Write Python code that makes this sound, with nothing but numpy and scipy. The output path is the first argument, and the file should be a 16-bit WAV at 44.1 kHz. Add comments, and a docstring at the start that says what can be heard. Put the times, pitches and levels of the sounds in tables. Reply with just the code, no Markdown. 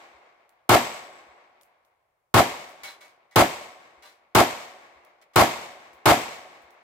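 """A wooden shelter in woodland: a pistol fires six times at a steel target with swinging paddles.
It opens on the tail of an earlier shot. Each blast is decaying noise coloured by shelter, walls and trees,
with a crack, dull single echoes and the sines of the struck plate; every blast overloads the limiter.
Between the shots a paddle slams against its stop (noise and sines) and spent cases fall (snaps and thuds).
The quiet of the woods, a steady coloured noise, lies beneath."""
import sys
import numpy as np
from scipy import signal
from scipy.fft import rfft, irfft
from scipy.io import wavfile
from scipy.ndimage import uniform_filter1d

SR = 44100
rng = np.random.default_rng(int(sys.argv[2]) if len(sys.argv) > 2 else 0)


def wav_record(signal):
    """Record a signal, one row per channel, as 16-bit PCM in the file named by sys.argv[1]."""
    frames = np.transpose(np.atleast_2d(signal))
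    bounded = np.clip(frames, -1, 1)
    # unit amplitude maps onto the largest positive 16-bit level
    quanta = np.round(bounded * 32767).astype(np.int16)
    wavfile.write(sys.argv[1], SR, quanta)


N = 301186

FRAME, HOP = 512, 128  # short-time spectra, samples
HZ = np.fft.rfftfreq(FRAME, 1 / SR)
# How alike the ears hear the open range. Each row: frequency in Hz, left-right likeness (1 is identical).
LIKENESS = [(60, 0.71), (150, 1), (380, 0.93), (950, 0.12), (2380, 0.01), (5980, -0.04), (15000, 0.24)]


def amp(db):
    """Decibels to gain."""
    return 10 ** (np.asarray(db, float) / 20)


def read(points, hz):
    """Reads a curve by straight lines on a log-frequency axis."""
    f, value = np.transpose(points)
    return np.interp(np.log(hz + 1), np.log(f + 1), value)


def add(mix, s, sound):
    """Mixes a sound in at a time in seconds, trimming what falls outside."""
    at = round(s * SR)
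    sound = sound[:, max(-at, 0):]
    part = mix[:, max(at, 0):][:, :sound.shape[1]]
    part += sound[:, :part.shape[1]]


def colour(points):
    """Turns a spectrum in dB into a gain per bin with mean power 1."""
    gain = amp(read(points, HZ))
    return gain / np.sqrt(np.mean(gain ** 2))


def chance(likeness):
    """Random stereo spectra with a given likeness per bin and frame, complex where one ear leads."""
    # Balance of the ears. Each row: frequency in Hz, left over right in dB.
    balance = [(60, 3.5), (130, 0.5), (290, 1.0), (640, 0.5), (1410, 1.5), (3100, 3.0), (6820, -1),
               (15000, -1.5)]
    a, b, c, d = rng.standard_normal((*likeness.T.shape, 4)).T
    apart = np.sqrt(np.maximum(1 - abs(likeness) ** 2, 0))
    lean = amp(read(balance, HZ) / 2)[:, None]
    left = a + 1j * b
    right = likeness * left + apart * (c + 1j * d)
    return np.array([left * lean, right / lean])


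def outdoors(seconds):
    """Random spectra with the stereo spread of the open range."""
    frames = int(seconds * SR) // HOP + 5
    return chance(read(LIKENESS, HZ)[:, None] * np.ones(frames))


def sounded(spectra):
    """Turns spectra back into sound; unit spectra give about unit rms."""
    return signal.istft(spectra, nperseg=FRAME, noverlap=FRAME - HOP)[1] / np.sqrt(1024)


def uneven(count, t, per_s, spread_db):
    """Wandering gains, one row each: random dB values, per_s of them a second, joined by lines."""
    knots = rng.standard_normal((count, 400))
    wander = np.array([np.interp(t * per_s, np.arange(len(k)), k) for k in knots])
    return amp(spread_db * wander)[:, None]


def rings(modes, t):
    """Dying sines, one row a mode, a little out of step between the ears."""
    hz, db, t60 = np.transpose(modes)[:, :, None, None]
    ear_lag = rng.uniform(0, 0.36, (len(modes), 2, 1))  # cycles
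    phase = rng.random((len(modes), 1, 1)) + ear_lag
    return amp(db - 60 * t / np.maximum(t60, .02)) * np.sin(2 * np.pi * (hz * t + phase))


def reflections(frame_t):
    """Blast and three answering spaces, each dying at its own rate per frequency: field and likeness."""
    # Colours of the blast with its closest reflections, then of shelter, timber walls and trees.
    # Each row: frequency in Hz, relative density in dB per Hz.
    blast_colour, shelter_colour = [(18, -38.5), (30, -7), (245, -4), (404, -1), (666, -4), (866, -1),
                                    (1040, -8), (1190, -1), (1670, -10), (3980, -14.5), (5900, -19.5),
                                    (14800, -28), (16000, -36.5)], [(18, -55), (30, -26), (345, 0), (512, -11), (822, -3.5),
                                                   (889, -9.5), (1540, -13), (2170, -14.5), (5740, -23.5),
                                                   (7870, -22.5), (9460, -33), (12600, -26.5),
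                                                   (16000, -40.5)]
    walls_colour, trees_colour = [(18, -56.5), (30, -28), (59, -25.5), (124, -11), (437, -9), (600, 0),
                                  (1040, -4), (1630, -13.5), (2120, -11), (5900, -18.5), (7870, -20),
                                  (9220, -29.5), (12300, -29.5), (16000, -37.5)], [(18, -46), (30, -16), (69, -12.5), (160, -18.5),
                                                 (307, -10), (341, -8), (747, 0), (830, -4.5), (1110, -3),
                                                 (1200, -6.5), (2240, -7), (2990, -15.5), (7860, -27.5),
                                                 (9190, -35), (15500, -43)]
    # Their decays. Each row: frequency in Hz, time to fall 60 dB in seconds.
    blast_t60, shelter_t60 = [(50, 0.14), (200, 0.078), (700, 0.16), (2000, 0.13), (6000, 0.12),
                              (15000, 0.15)], [(50, 0.18), (200, .25), (700, .27), (2000, 0.35),
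                                                 (6000, 0.3), (15000, 0.34)]
    walls_t60, trees_t60 = [(50, 0.24), (200, 0.58), (700, 0.66), (2000, 0.88), (6000, 0.8), (15000, 0.81)], [(50, 0.96), (200, 1.6), (700, 2.39), (2000, 2.14),
                                               (4000, 2.1), (8000, 1.6), (15000, 1.3)]
    # Ears close to the blast. Each row: frequency in Hz, left-right likeness.
    near_likeness = [(60, 1), (150, 0.76), (380, 0.64), (950, 0.52), (2380, 0.22), (5980, 0.02),
                     (15000, 0.37)]
    # Close by, the bass reaches the left ear first. Each row: frequency in Hz, lead in radians.
    left_lead = [(40, 1.6), (90, 0.71), (160, 0.34), (300, 0.1)]

    spaces = [(blast_colour, blast_t60, 16), (shelter_colour, shelter_t60, 0),
              (walls_colour, walls_t60, -14), (trees_colour, trees_t60, -33)]  # last: level in dB
    powers = []
    for points, t60, db in spaces:
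        decay = amp(db - 60 * frame_t / read(t60, HZ)[:, None])
        powers.append((colour(points)[:, None] * decay) ** 2)
    total = sum(powers)
    near = powers[0] / total  # share of the power that comes from close by
    near_pair = read(near_likeness, HZ) * np.exp(-1j * read(left_lead, HZ))
    likeness = near * near_pair[:, None] + (1 - near) * read(LIKENESS, HZ)[:, None]
    return np.sqrt(total), likeness


def bunching(length):
    """Envelope of the field: a quick rise, reflections in bunches, stands of trees answering together."""
    lumps_db, swells_db, rise_s = 1, 0.71, 0.0045
    lumps = rng.standard_normal(length)
    for _ in range(2):
        lumps = uniform_filter1d(lumps, size=60)
    lumps = lumps_db * lumps / lumps.std()
    lumps = amp(lumps - lumps.var() * np.log(10) / 20)  # keeps the mean power
    rise = np.minimum(np.arange(length) / (rise_s * SR), 1)
    swells = uneven(1, np.arange(length) / SR, 18, swells_db)[0, 0]
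    return rise * lumps * swells


def boards(length):
    """Frequency response of the shelter's resonances, each a peak added to the plain sound."""
    # Resonances of the shelter. Each row: frequency in Hz, width in Hz, boost in dB.
    resonances = [(66.5, 36, 3), (116.7, 30, 6.5), (176, 26, 4), (237, 33, 4), (350.2, 23, 5.5),
                  (570.6, 14, 4.5), (740, 19, 2.5), (835, 18, 2.5), (946, 33, 3), (1062, 17, 4.5),
                  (1104, 39, 4.5), (2166, 180, 3.5)]
    hz = np.fft.rfftfreq(length, 1 / SR)
    boost = 1
    for f, width, db in resonances:
        damping = 1j * hz * width
        boost = boost + (amp(db) - 1) * damping / (f ** 2 - hz ** 2 + damping)
    return boost


def crack():
    """The sharp edge of the muzzle blast: a short burst of differenced, treble-heavy noise."""
    level_db, t60, rise_s = -1, .035, 0.0016
    t = np.arange(3000) / SR
    noise = np.diff(rng.standard_normal((2, len(t) + 1)))
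    return noise * amp(level_db - 60 * t / t60) * np.minimum(t / rise_s, 1)


def slap(delay):
    """A wall dulls the blast to a few cycles; a far, uneven one returns them as a scattered bunch."""
    slap_hz, peak_s = 695, .0017
    smear = .035  # spread of a far echo, in proportion to its delay
    t, out = np.arange(600) / SR, np.zeros((2, 4000))
    cycles = np.sin(2 * np.pi * slap_hz * t) * (t / peak_s) * np.exp(1 - t / peak_s)
    count = 1 + int(delay / .1)
    for k, (late, side) in enumerate(rng.random((count, 2))):
        start = smear * delay * (k + late) * (k > 0) / 2  # the first is on time
        add(out, start, cycles * np.array([[1 - side * delay], [1 + side * delay]]))
    return out / np.sqrt(count)


def plate():
    """The struck steel plate: dying sines whose levels waver as it swings, close modes beating."""
    # Modes of the plate. Each row: frequency in Hz, level in dB, time to fall 60 dB in seconds.
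    plate_modes = [(7817, -1.5, 0.86), (7890, -5.5, .5), (8166, -8, .42), (7636, -9, .4),
                   (6400, -11.5, 0.32), (10150, -10, 0.22)]
    t = np.arange(SR) / SR
    swing = uneven(len(plate_modes), t, 160, 5.0)
    return (rings(plate_modes, t) * swing).sum(0)


def shots():
    """Each shot: a decaying field of reflections, mostly alike, plus single echoes, plate and crack."""
    # The shots, the first a moment before the start. Each row: start in seconds, level in dB,
    # bass in dB (full below 100 Hz, none above 400 Hz), plate ring in dB before the shot's level.
    firings = [(-.46, 1, -8, -52.5), (.6910, 1.5, -1, -41.5), (2.3399, -0.5, 0.9, -60.5),
               (3.3579, -1.2, 1, -45), (4.3486, 0.1, -2, -59.5), (5.358, 1.35, 2, -58),
               (6.056, 1.2, 1.5, -53)]
    # The direct wave, then the walls that throw it back distinctly. Each row: delay in seconds, level in dB.
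    returns = [(.0016, -7), (.0653, -3.5), (.082, -16), (.105, -22.5), (.172, -29.5), (.335, -38),
               (.395, -39.5)]
    repeat = .85  # weight of the echo pattern that every shot shares
    flight_s = 0.044  # bullet out, sound back

    out, frame_t = np.zeros((2, N)), np.arange(760) * HOP / SR
    field, likeness = reflections(frame_t)
    pattern = chance(likeness)
    length = (len(frame_t) - 1) * HOP
    front, boost = bunching(length), boards(length)
    slaps = [(delay, amp(db) * slap(delay)) for delay, db in returns]
    for s, db, bass_db, ring_db in firings:
        tone = amp(read([(100, bass_db), (400, 0)], HZ))[:, None]
        spectra = repeat * pattern + np.sqrt(1 - repeat ** 2) * chance(likeness)
        blast = sounded(spectra * field * tone) * front
        blast = irfft(rfft(blast) * boost, length)
        for delay, echo in slaps:
            add(blast, delay, echo)
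        add(blast, flight_s, amp(ring_db) * plate())
        add(blast, .0008, crack())
        add(out, s, amp(db) * blast)
    return out


def air():
    """The quiet of the woods: steady coloured noise, spread wide."""
    # Each row: frequency in Hz, relative density in dB per Hz.
    woods = [(18, -50.5), (30, -18), (81, -1), (100, -5), (157, -28.5), (364, -11.5), (740, -2),
             (2170, -24), (3580, -32.5), (16000, -34)]
    spectra = outdoors(N / SR) * colour(woods)[:, None]
    return amp(-73.5) * sounded(spectra)[:, :N]


def cases():
    """Spent cases: a thud is a few low cycles; a tick a two-millisecond snap with a faint rustle."""
    # Cases land softly on boards, one after each shot: starts in seconds.
    landings = [.135, 1.275, 2.82, 3.97, 4.955, 5.93, 6.63]
    # Cases tick on the ground. Each row: start in seconds, level in dB,
    # frequency in Hz near the top of the snap's band, left over right in dB.
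    ground_ticks = [(0.4927, -53.5, 12400, -2.0), (1.6118, -44.5, 5100, 3), (1.6332, -52, 12400, -7),
                    (1.8494, -57, 4150, -1.5), (2.6918, -42, 5680, 0.0), (5.0493, -52.5, 12540, -2.5),
                    (5.9319, -46.5, 4860, 0.0), (6.6194, -52, 4230, -0.5), (6.7064, -50, 5430, 0)]
    thud_db, thud_hz, thud_peak_s = -67.5, 68, .014

    out, t = np.zeros((2, N)), np.arange(SR // 8) / SR
    swell = (t / thud_peak_s) * np.exp(1 - t / thud_peak_s)
    thud = amp(thud_db) * np.sin(2 * np.pi * thud_hz * t) * swell
    for s in landings:
        add(out, s, thud * np.ones((2, 1)))
    for s, db, hz, pan_db in ground_ticks:
        edges = np.clip([hz / 5.1, hz * 1.1], 200, 20000)
        noise = rng.standard_normal((2, len(t)))
        band = signal.butter(1, edges, "bandpass", fs=SR)
        snap = signal.lfilter(*band, noise) * amp(-60 * t / .014)
        rustle = np.diff(noise[::-1], prepend=0) * amp(-18.5 - 60 * t / 0.19)  # ears swapped
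        pan = amp([[pan_db / 2], [-pan_db / 2]])
        add(out, s, amp(db) * (snap + rustle) * pan)
    return out


def paddle():
    """Each slam: the steel chatters against its stop, rings unevenly, and is damped as it comes to rest."""
    # Slams against the stop. Each row: start in seconds, clatter level in dB, ring level in dB,
    # length in seconds (down 12 dB by then), frequency in Hz best struck.
    stops = [(2.833, -33, -39, .11, 2236), (2.865, -52, -39.5, 0.15, 4037),
             (3.007, -47.5, -47.5, 0.13, 2236), (3.31, -57, -53, 0.22, 2024),
             (4.022, -48, -45.5, 0.15, 1440), (4.05, -49.5, -51, 0.1, 3750),
             (5.214, -52, -55.5, .028, 2000), (5.334, -52, -48.5, 0.045, 1170)]
    # Modes of the paddle. Each row: frequency in Hz, level in dB, seconds to fall 60 dB before the damping.
    paddle_modes = [(608, 0, .25), (786, 0, .3), (960, -2, .25), (1179, -1, .3), (1497, -3, .3),
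                    (1640, -3, .25), (1868, -4, .25), (2003, -3, .3), (2236, 0, .33), (2850, -6, .3),
                    (3225, -4, .18), (3386, -6, .2), (3558, -4, .3), (4037, -2, .3), (4872, -6, .2),
                    (5238, -7, .1), (5561, -9, .3), (6449, -10, .25), (7542, -12, .2), (8188, -12, .3)]
    # Colour of the clatter around the ring. Each row: frequency in Hz, relative density in dB per Hz.
    clatter_colour = [(59, -51), (100, -30), (768, -13), (1080, -10), (2270, -8), (2520, -12),
                      (4110, -10.5), (4380, -11), (16000, -22)]
    tilt_db, dulling_db = -0.6, -22  # dB per octave above 2 kHz, and its change per second
    ring_rise_s, rebounds_db = 0.018, 2.5

    out, t = np.zeros((2, N)), np.arange(SR // 3) / SR
    mode_hz = np.transpose(paddle_modes)[0][:, None, None]
    octaves = np.maximum(np.log2((HZ[:, None] + 50) / 2000), 0)
    for s, db, ring_db, length, struck_hz in stops:
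        knocks = uneven(1, t, 1100, rebounds_db)[0]
        grains = outdoors(.4)
        tilt = tilt_db + dulling_db * np.arange(grains.shape[2]) * HOP / SR
        tone = colour(clatter_colour)[:, None] * amp(tilt * octaves)  # dulls as it dies
        clatter = sounded(grains * tone)[:, :len(t)] * amp(db) * knocks
        # modes a quarter octave or more from the best struck one lose 11.5 dB
        struck = amp(-11.5 * np.minimum(abs(np.log2(mode_hz / struck_hz)) / .25, 1))
        chatter = uneven(len(paddle_modes), t, 130, 3.8)  # small rebounds feed or damp each mode
        ring = (struck * chatter * rings(paddle_modes, t)).sum(0)
        ring = amp(ring_db) * ring * np.minimum(t / ring_rise_s, 1)
        damped = amp(-12 * (t / length) ** 2) + amp(-18 - 60 * t / .55)  # a faint tail rings on
        add(out, s, (clatter + ring) * damped * np.minimum(t / 0.0015, 1))
    return out


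def scene():
    """Gun and plate, the quiet of the woods, cases and paddle together."""
    return shots() + air() + cases() + paddle()


def record(dry):
    """A limiter that looks ahead holds the blast at a plateau; then soft clip, hiss, bass cut and band limit."""
    threshold_db, recovery_db_per_s = -12, 1300.0
    hiss_db = -87.5  # the microphone's own noise
    power = abs(uniform_filter1d((dry ** 2).mean(0), round(0.0091 * SR)))
    power_db = 10 * np.log10(power + 1e-12)
    fall = np.arange(N) * recovery_db_per_s / SR
    held_db = np.maximum.accumulate(power_db + fall) - fall  # rises at once, falls steadily
    over_db = np.maximum(held_db - threshold_db, 0)
    # windows centred on each moment let the gain drop before the blast
    held = dry / amp(1.041 * uniform_filter1d(over_db, round(0.0023 * SR)))
    soft = 1.341 * np.tanh(held / 1.263)
    hissing = soft + amp(hiss_db) * rng.standard_normal(dry.shape)
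    cut = signal.sosfilt(signal.butter(2, 38, "highpass", fs=SR, output="sos"), hissing)
    band_limit = signal.firwin(127, 16000, window=("kaiser", 9), fs=SR)
    return signal.oaconvolve(cut, band_limit[None], "same")


dry = scene()
out = record(dry)
wav_record(out)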